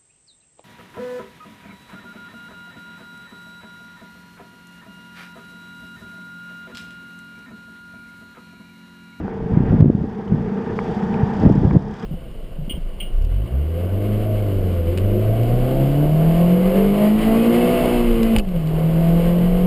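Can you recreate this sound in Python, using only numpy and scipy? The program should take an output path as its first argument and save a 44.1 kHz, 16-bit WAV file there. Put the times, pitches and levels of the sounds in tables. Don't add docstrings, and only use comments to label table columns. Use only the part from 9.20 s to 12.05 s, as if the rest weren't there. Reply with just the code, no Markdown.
import sys
import numpy as np
from scipy import signal
from scipy.fft import rfft, irfft, next_fast_len
from scipy.io import wavfile
from scipy.ndimage import map_coordinates

SR = 44100
rng = np.random.default_rng(int(sys.argv[2]) if len(sys.argv) > 2 else 0)


def wrap_up_sound(samples):
    columns = np.atleast_2d(samples).T
    tamed = np.clip(columns, -1, 1)
    steps = np.round(tamed * 32767).astype(np.int16)
    wavfile.write(sys.argv[1], SR, steps)


N = 125685


def amp(db):
    return 10 ** (np.asarray(db) / 20)


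def unit(x):
    return x / np.sqrt(np.mean(x ** 2) + 1e-20)


def along(points, hz):
    knots_hz, values = np.transpose(points)
    return np.interp(np.log(hz + 1), np.log(knots_hz + 1), values)


def curves(rows):
    times_s, *columns = np.transpose(rows)
    return [np.interp(np.arange(N) / SR, times_s, column) for column in columns]


def wobble(rate_hz):
    knots = rng.standard_normal(int(N * rate_hz / SR) + 4)
    return map_coordinates(knots, [np.arange(N) * rate_hz / SR])


def colour(x, points):
    size = 2 * next_fast_len(N)
    cepstrum = irfft(along(points, np.fft.rfftfreq(size, 1 / SR)) * np.log(10) / 20, size)
    cepstrum[1:size // 2] *= 2
    cepstrum[size // 2 + 1:] = 0
    return irfft(rfft(x, size) * np.exp(rfft(cepstrum)), size)[:N]


# frequency in Hz, t60 in seconds.
ECHO_T60_S = [(150, 0.53), (1500, 0.95), (8000, 0.19)]

def echo(x):
    hz, t, noise = signal.stft(rng.standard_normal(SR // 2), SR, nperseg=256)
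    decay = amp(-60 * t / along(ECHO_T60_S, hz)[:, None])
    tail = signal.istft(noise * decay, SR, nperseg=256)[1]
    return signal.fftconvolve(x, tail / np.linalg.norm(tail))[:N]


# frequency in Hz, gain in dB.
HISS_SPECTRUM_DB = [(1500, -17.5), (3300, 4.5), (3700, 1.5), (4150, -6), (4600, 0), (5300, -3.5),
                    (6500, -8.5), (7800, -14.5), (9000, -18.5), (12000, -26), (15500, -31.5)]
# time in seconds, relative level in dB.
HISS_LEVEL_DB = [(0, -67), (.45, -65.5), (.9, -60), (1.4, -60), (1.65, -55.5), (2, -60.5), (2.22, -57.5),
                 (2.45, -60.5), (2.65, -62), (2.85, -56.5)]

def hiss(lift_db=3.5):
    noise = unit(colour(rng.standard_normal(N), HISS_SPECTRUM_DB))
    return noise * amp(curves(HISS_LEVEL_DB)[0] + lift_db + 1.3 * wobble(90))


# frequency in Hz, gain in dB.
TICK_SPECTRUM_DB = [(2000, -14), (3200, 12), (4100, -9.5), (5000, 8.5), (6000, -3), (7000, -8),
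                    (7900, -6.5), (9000, -18.5), (15000, -32.5)]
# time in seconds, level in dB.
TICK_LEVEL_DB = [(0, -89), (1.9, -73), (2.2, -55), (2.5, -63), (2.85, -53.5)]

def valve_ticks():
    bursts = puffs(RISING_FIRING_HZ, decay_cycles=.14, floor=.08, lag_cycles=.63)
    return unit(colour(bursts, TICK_SPECTRUM_DB)) * amp(curves(TICK_LEVEL_DB)[0] + 1.4 * wobble(30))


# start in seconds, level in dB, pitch in Hz, t60 in seconds, second mode in relative dB.
DRY_CLICKS = [(0.0804, -17.5, 724, 0.01, -10.5), (1.079, -37, 3020, 0.018, -24.5),
              (1.590, -9, 1018, 0.008, -6.5), (1.827, -25.5, 1220, .005, -10),
              (1.942, -27.5, 2480, 0.01, -20), (2.5106, -16, 1050, 0.008, -9.5)]

def clicks(overtone_ratio=2.16):
    out, t = np.zeros(N + SR), np.arange(SR // 20) / SR
    for start_s, db, hz, t60_s, second_db in DRY_CLICKS:
        phase = 2 * np.pi * hz * t
        modes = np.sin(phase) - amp(second_db) * np.sin(overtone_ratio * phase)
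        out[round(start_s * SR):][:len(t)] += amp(db - 60 * t / t60_s) * modes
    return out[:N]


# frequency in Hz, gain in dB.
BUFFET_SPECTRUM_DB = [(15, -15), (30, -2.5), (60, -1.5), (120, 2), (180, 2.5), (300, -7), (450, -16.5),
                      (700, -22.5), (1200, -41.5), (3000, -54), (8000, -94)]
CRACK_SPECTRUM_DB = [(300, 6), (1100, 7), (2000, -7), (4000, -15), (8000, -30), (15000, -35)]
# time in seconds, relative level in dB.
WIND_LEVEL_DB = [(0, -23), (.04, -29.5), (.08, -40), (.19, -36.5), (.25, -25.5), (.29, -37), (.32, -22),
                 (.47, -23), (.53, -16.5), (.58, -23), (.64, -14), (.72, -20.5), (.83, -18), (.89, -31.5),
                 (1.07, -39.5), (1.115, -19), (1.16, -21.5), (1.2, -21.5), (1.38, -45), (1.52, -28.5),
                 (1.58, -35), (1.7, -30.5), (1.82, -38.5), (1.95, -28), (2.05, -31.5), (2.13, -34),
                 (2.21, -24), (2.26, -9), (2.33, -18), (2.37, -15.5), (2.41, -20.5), (2.45, -12.5),
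                 (2.5, -22), (2.555, -15.5), (2.59, -27.5), (2.68, -31), (2.85, -44)]
# centre in seconds, envelope peak in dB, pitch in Hz.
EDDIES = [(.322, -8.5, 113), (0.341, -10, 126), (0.3739, -1, 156), (.407, -3.5, 200), (.4375, -10, 200),
          (0.5117, -5.5, 120), (0.523, -12, 378), (0.5312, -5, 167), (0.542, -8, 210), (.550, -10, 98),
          (0.594, -9.5, 165), (0.608, 4, 149), (0.6273, 7, 124.5), (0.6449, 1, 274), (0.6601, 5.5, 212),
          (0.668, 1.5, 135), (.682, 0, 150), (0.7015, 5.5, 264), (0.7525, 0, 164), (0.843, -6, 233),
          (1.124, -1.5, 162), (1.129, -5, 194), (1.141, -10, 132), (1.148, -6, 160), (1.868, -19, 189),
          (2.036, -5, 116), (2.237, -5, 220), (2.25, -14.5, 165), (2.2651, -3, 190), (2.274, -3.5, 99),
          (2.3001, 0.5, 295), (2.3132, 2.5, 156), (2.358, -4.5, 219), (2.379, -4.5, 166),
          (2.435, -9.5, 304), (2.4534, -4, 139), (2.538, -9, 150), (2.553, -3.5, 158), (2.558, -12, 470),
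          (2.569, 3.5, 146)]

def wind(width_cycles=.48, steepen=.31, crack_s=.6085, crack_db=-15):
    out = unit(colour(rng.standard_normal(N), BUFFET_SPECTRUM_DB)) * amp(curves(WIND_LEVEL_DB)[0] + 3)
    for centre_s, db, hz in EDDIES:
        offset_cycles = (np.arange(N) / SR - centre_s) * hz
        phase = 2 * np.pi * offset_cycles
        envelope = amp(db) * np.exp(-.5 * (offset_cycles / width_cycles) ** 2)
        out -= envelope * np.sin(phase + steepen * np.sin(phase))
    crack = colour(signal.unit_impulse(N, round(crack_s * SR)), CRACK_SPECTRUM_DB)
    return out - amp(crack_db) * crack / np.abs(crack).max()


def cycles(firing_hz):
    return np.cumsum(curves(firing_hz)[0]) / SR


def puffs(firing_hz, decay_cycles, floor, lag_cycles=0):
    age_cycles = (cycles(firing_hz) - lag_cycles) % 1
    return unit((floor + np.exp(-age_cycles / decay_cycles)) * rng.standard_normal(N))


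# frequency in Hz, gain in dB.
RASP_SPECTRUM_DB = [(100, -24), (400, -12), (570, 3), (800, 14), (1100, 8), (1450, 8.5), (1850, 6),
                    (2100, .5), (2500, -1.5), (3400, -14), (4100, -29), (6000, -54.5)]
# time in seconds, relative level in dB.
RASP_LEVEL_DB = [(0, -51.5), (.17, -50), (.42, -46.5), (.7, -48.5), (1.05, -45.5), (1.45, -44), (1.65, -46),
                 (2.2, -45), (2.5, -52), (2.7, -49.5), (2.85, -40.5)]

def rasp(lift_db=3):
    gas = sum(puffs(car, decay_cycles=.24, floor=.89) for car in (STEADY_FIRING_HZ, RISING_FIRING_HZ))
    level_db = curves(RASP_LEVEL_DB)[0] + lift_db + 2 * wobble(26)
    return unit(colour(gas, RASP_SPECTRUM_DB)) * amp(level_db)


def scatter(x, max_delay_s=.042, step_hz=55, full_hz=900):
    size = next_fast_len(N + SR // 2)
    hz = np.fft.rfftfreq(size, 1 / SR)
    knots = rng.random(SR // (2 * step_hz) + 2)
    spread = np.interp(hz / step_hz, np.arange(len(knots)), knots)
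    delay_s = max_delay_s * np.minimum(hz / full_hz, 1) * spread
    phase = 2 * np.pi * np.cumsum(delay_s) * SR / size
    return irfft(rfft(x, size) * np.exp(-1j * phase), size)[:N]


# time in seconds, middle band gain in dB, upper band gain in dB.
SWING_DB = [(0, 3.5, 1.5), (.8, 0, -1.5), (1.3, 1, -6), (1.65, 3.5, 1.5), (1.9, -2, 1), (2.2, -4, 3),
            (2.5, -0.5, 4.5), (2.85, -2.5, -1.5)]

def swing(notes, middle_hz=330, upper_hz=570):
    middle_db, upper_db = curves(SWING_DB)
    low, body = [signal.sosfiltfilt(signal.butter(4, hz, fs=SR, output="sos"), notes)
                 for hz in (middle_hz, upper_hz)]
    return low + amp(middle_db) * (body - low) + amp(upper_db) * (notes - body)


def exhaust(firing_hz, level_db, pipe_db, jitter_s, spread_db, waver_cycles=.006):
    count = cycles(firing_hz) + waver_cycles * wobble(5.105)
    onsets = np.interp(np.arange(1, int(count[-1]) + 1), count, np.arange(N))
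    timing, strength = rng.uniform(-1, 1, (128, 2))[:len(onsets)].T
    onsets = np.clip(np.round(onsets + jitter_s * SR * timing), 0, N - 1).astype(int)
    pulses = np.bincount(onsets, amp(spread_db * strength), N)
    return unit(scatter(colour(pulses, pipe_db))) * amp(level_db)


# time in seconds, firing rate in Hz.
STEADY_FIRING_HZ = [(0, 31.9), (.25, 32.2), (.7, 33.3), (.95, 33.15), (1.35, 33.2), (1.7, 33.35),
                    (2.1, 33.05), (2.85, 32)]
RISING_FIRING_HZ = [(0, 26.5), (1, 26.4), (1.27, 27.4), (1.58, 29.3), (1.8, 30.9), (2.08, 31.5),
                    (2.28, 32.4), (2.6, 33.9), (2.75, 34.7), (2.85, 35)]
FAR_FIRING_HZ = [(0, 27.2), (.2, 27.4), (.35, 29), (.6, 30.1), (1.7, 29), (2.85, 30.2)]
# frequency in Hz, gain in dB.
STEADY_PIPE_DB = [(30, -35), (100, -20), (165, -5), (200, 1), (232, 3), (264, -19), (350, -19), (398, -10),
                  (430, -9), (465, -7), (498, -15), (555, -29), (600, -27), (630, -15), (665, -20),
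                  (700, -26), (732, -18), (765, -24), (798, -10.5), (835, -27), (865, -17), (900, -24),
                  (930, -27), (965, -17), (1040, -33), (1100, -30), (1400, -36), (1850, -38), (2100, -48),
                  (5000, -70), (12000, -95)]
RISING_PIPE_DB = [(30, -40), (100, -17), (156, -9), (190, -1), (220, 3), (252, -10), (310, -18), (375, -10),
                  (405, -16), (437, -6), (468, -4.5), (505, -14), (580, -27), (625, -20), (690, -24),
                  (750, -22), (800, -14.5), (842, -18), (878, -12), (940, -21), (1060, -28), (1400, -32),
                  (1850, -31), (2100, -44), (5000, -64), (12000, -92)]
FAR_PIPE_DB = [(30, -36), (100, -20.5), (155, 3), (212, 12.5), (260, -9.5), (330, -8), (440, 4), (485, -10),
               (560, -21), (630, -32.5), (730, -5), (865, -10), (1100, -32), (1700, -39), (2500, -47),
               (5000, -67.5), (12000, -78.5)]
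# time in seconds, then steady, rising and far car in relative dB.
EXHAUST_LEVEL_DB = [(0, -30.5, -33, -37), (.5, -34, -31.5, -33), (1, -29.5, -24, -30),
                    (1.4, -25, -24.5, -25.5), (1.8, -26.5, -26, -31.5), (2.2, -26.5, -25, -37.5),
                    (2.55, -30.5, -33, -42), (2.85, -43.5, -32.5, -22)]

def engines():
    steady_db, rising_db, far_db = curves(EXHAUST_LEVEL_DB)
    return (exhaust(STEADY_FIRING_HZ, steady_db, STEADY_PIPE_DB, jitter_s=.00006, spread_db=1.5)
            + exhaust(RISING_FIRING_HZ, rising_db, RISING_PIPE_DB, jitter_s=.00008, spread_db=3.5)
            + exhaust(FAR_FIRING_HZ, far_db, FAR_PIPE_DB, jitter_s=.0009, spread_db=14))


def scene():
    cars = swing(engines()) + rasp()
    return (cars + amp(-9) * echo(cars) + hiss() + valve_ticks() + wind() + clicks())[None]


def limiter(x, threshold_db=-.5, attack_s=.002, release_db_per_s=6.5):
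    over_db = np.maximum(20 * np.log10(np.abs(x[0]) + 1e-9) - threshold_db, 0)
    recovery_db = release_db_per_s * np.arange(N) / SR
    duck_db = np.maximum.accumulate(over_db + recovery_db) - recovery_db
    pole = np.exp(-1 / (attack_s * SR))
    return x * amp(-signal.lfilter([1 - pole], [1, -pole], duck_db))


def record(dry):
    floor_db, top_hz = -76, 15600
    ducked = limiter(dry) + amp(floor_db) * rng.standard_normal(N)
    clipped = ducked / (1 + np.abs(ducked) ** 8) ** (1 / 8)
    size = next_fast_len(N + SR // 2)
    passband = np.fft.rfftfreq(size, 1 / SR) < top_hz
    return irfft(rfft(clipped, size) * passband, size)[..., :N]


dry = scene()
out = record(dry)
wrap_up_sound(out)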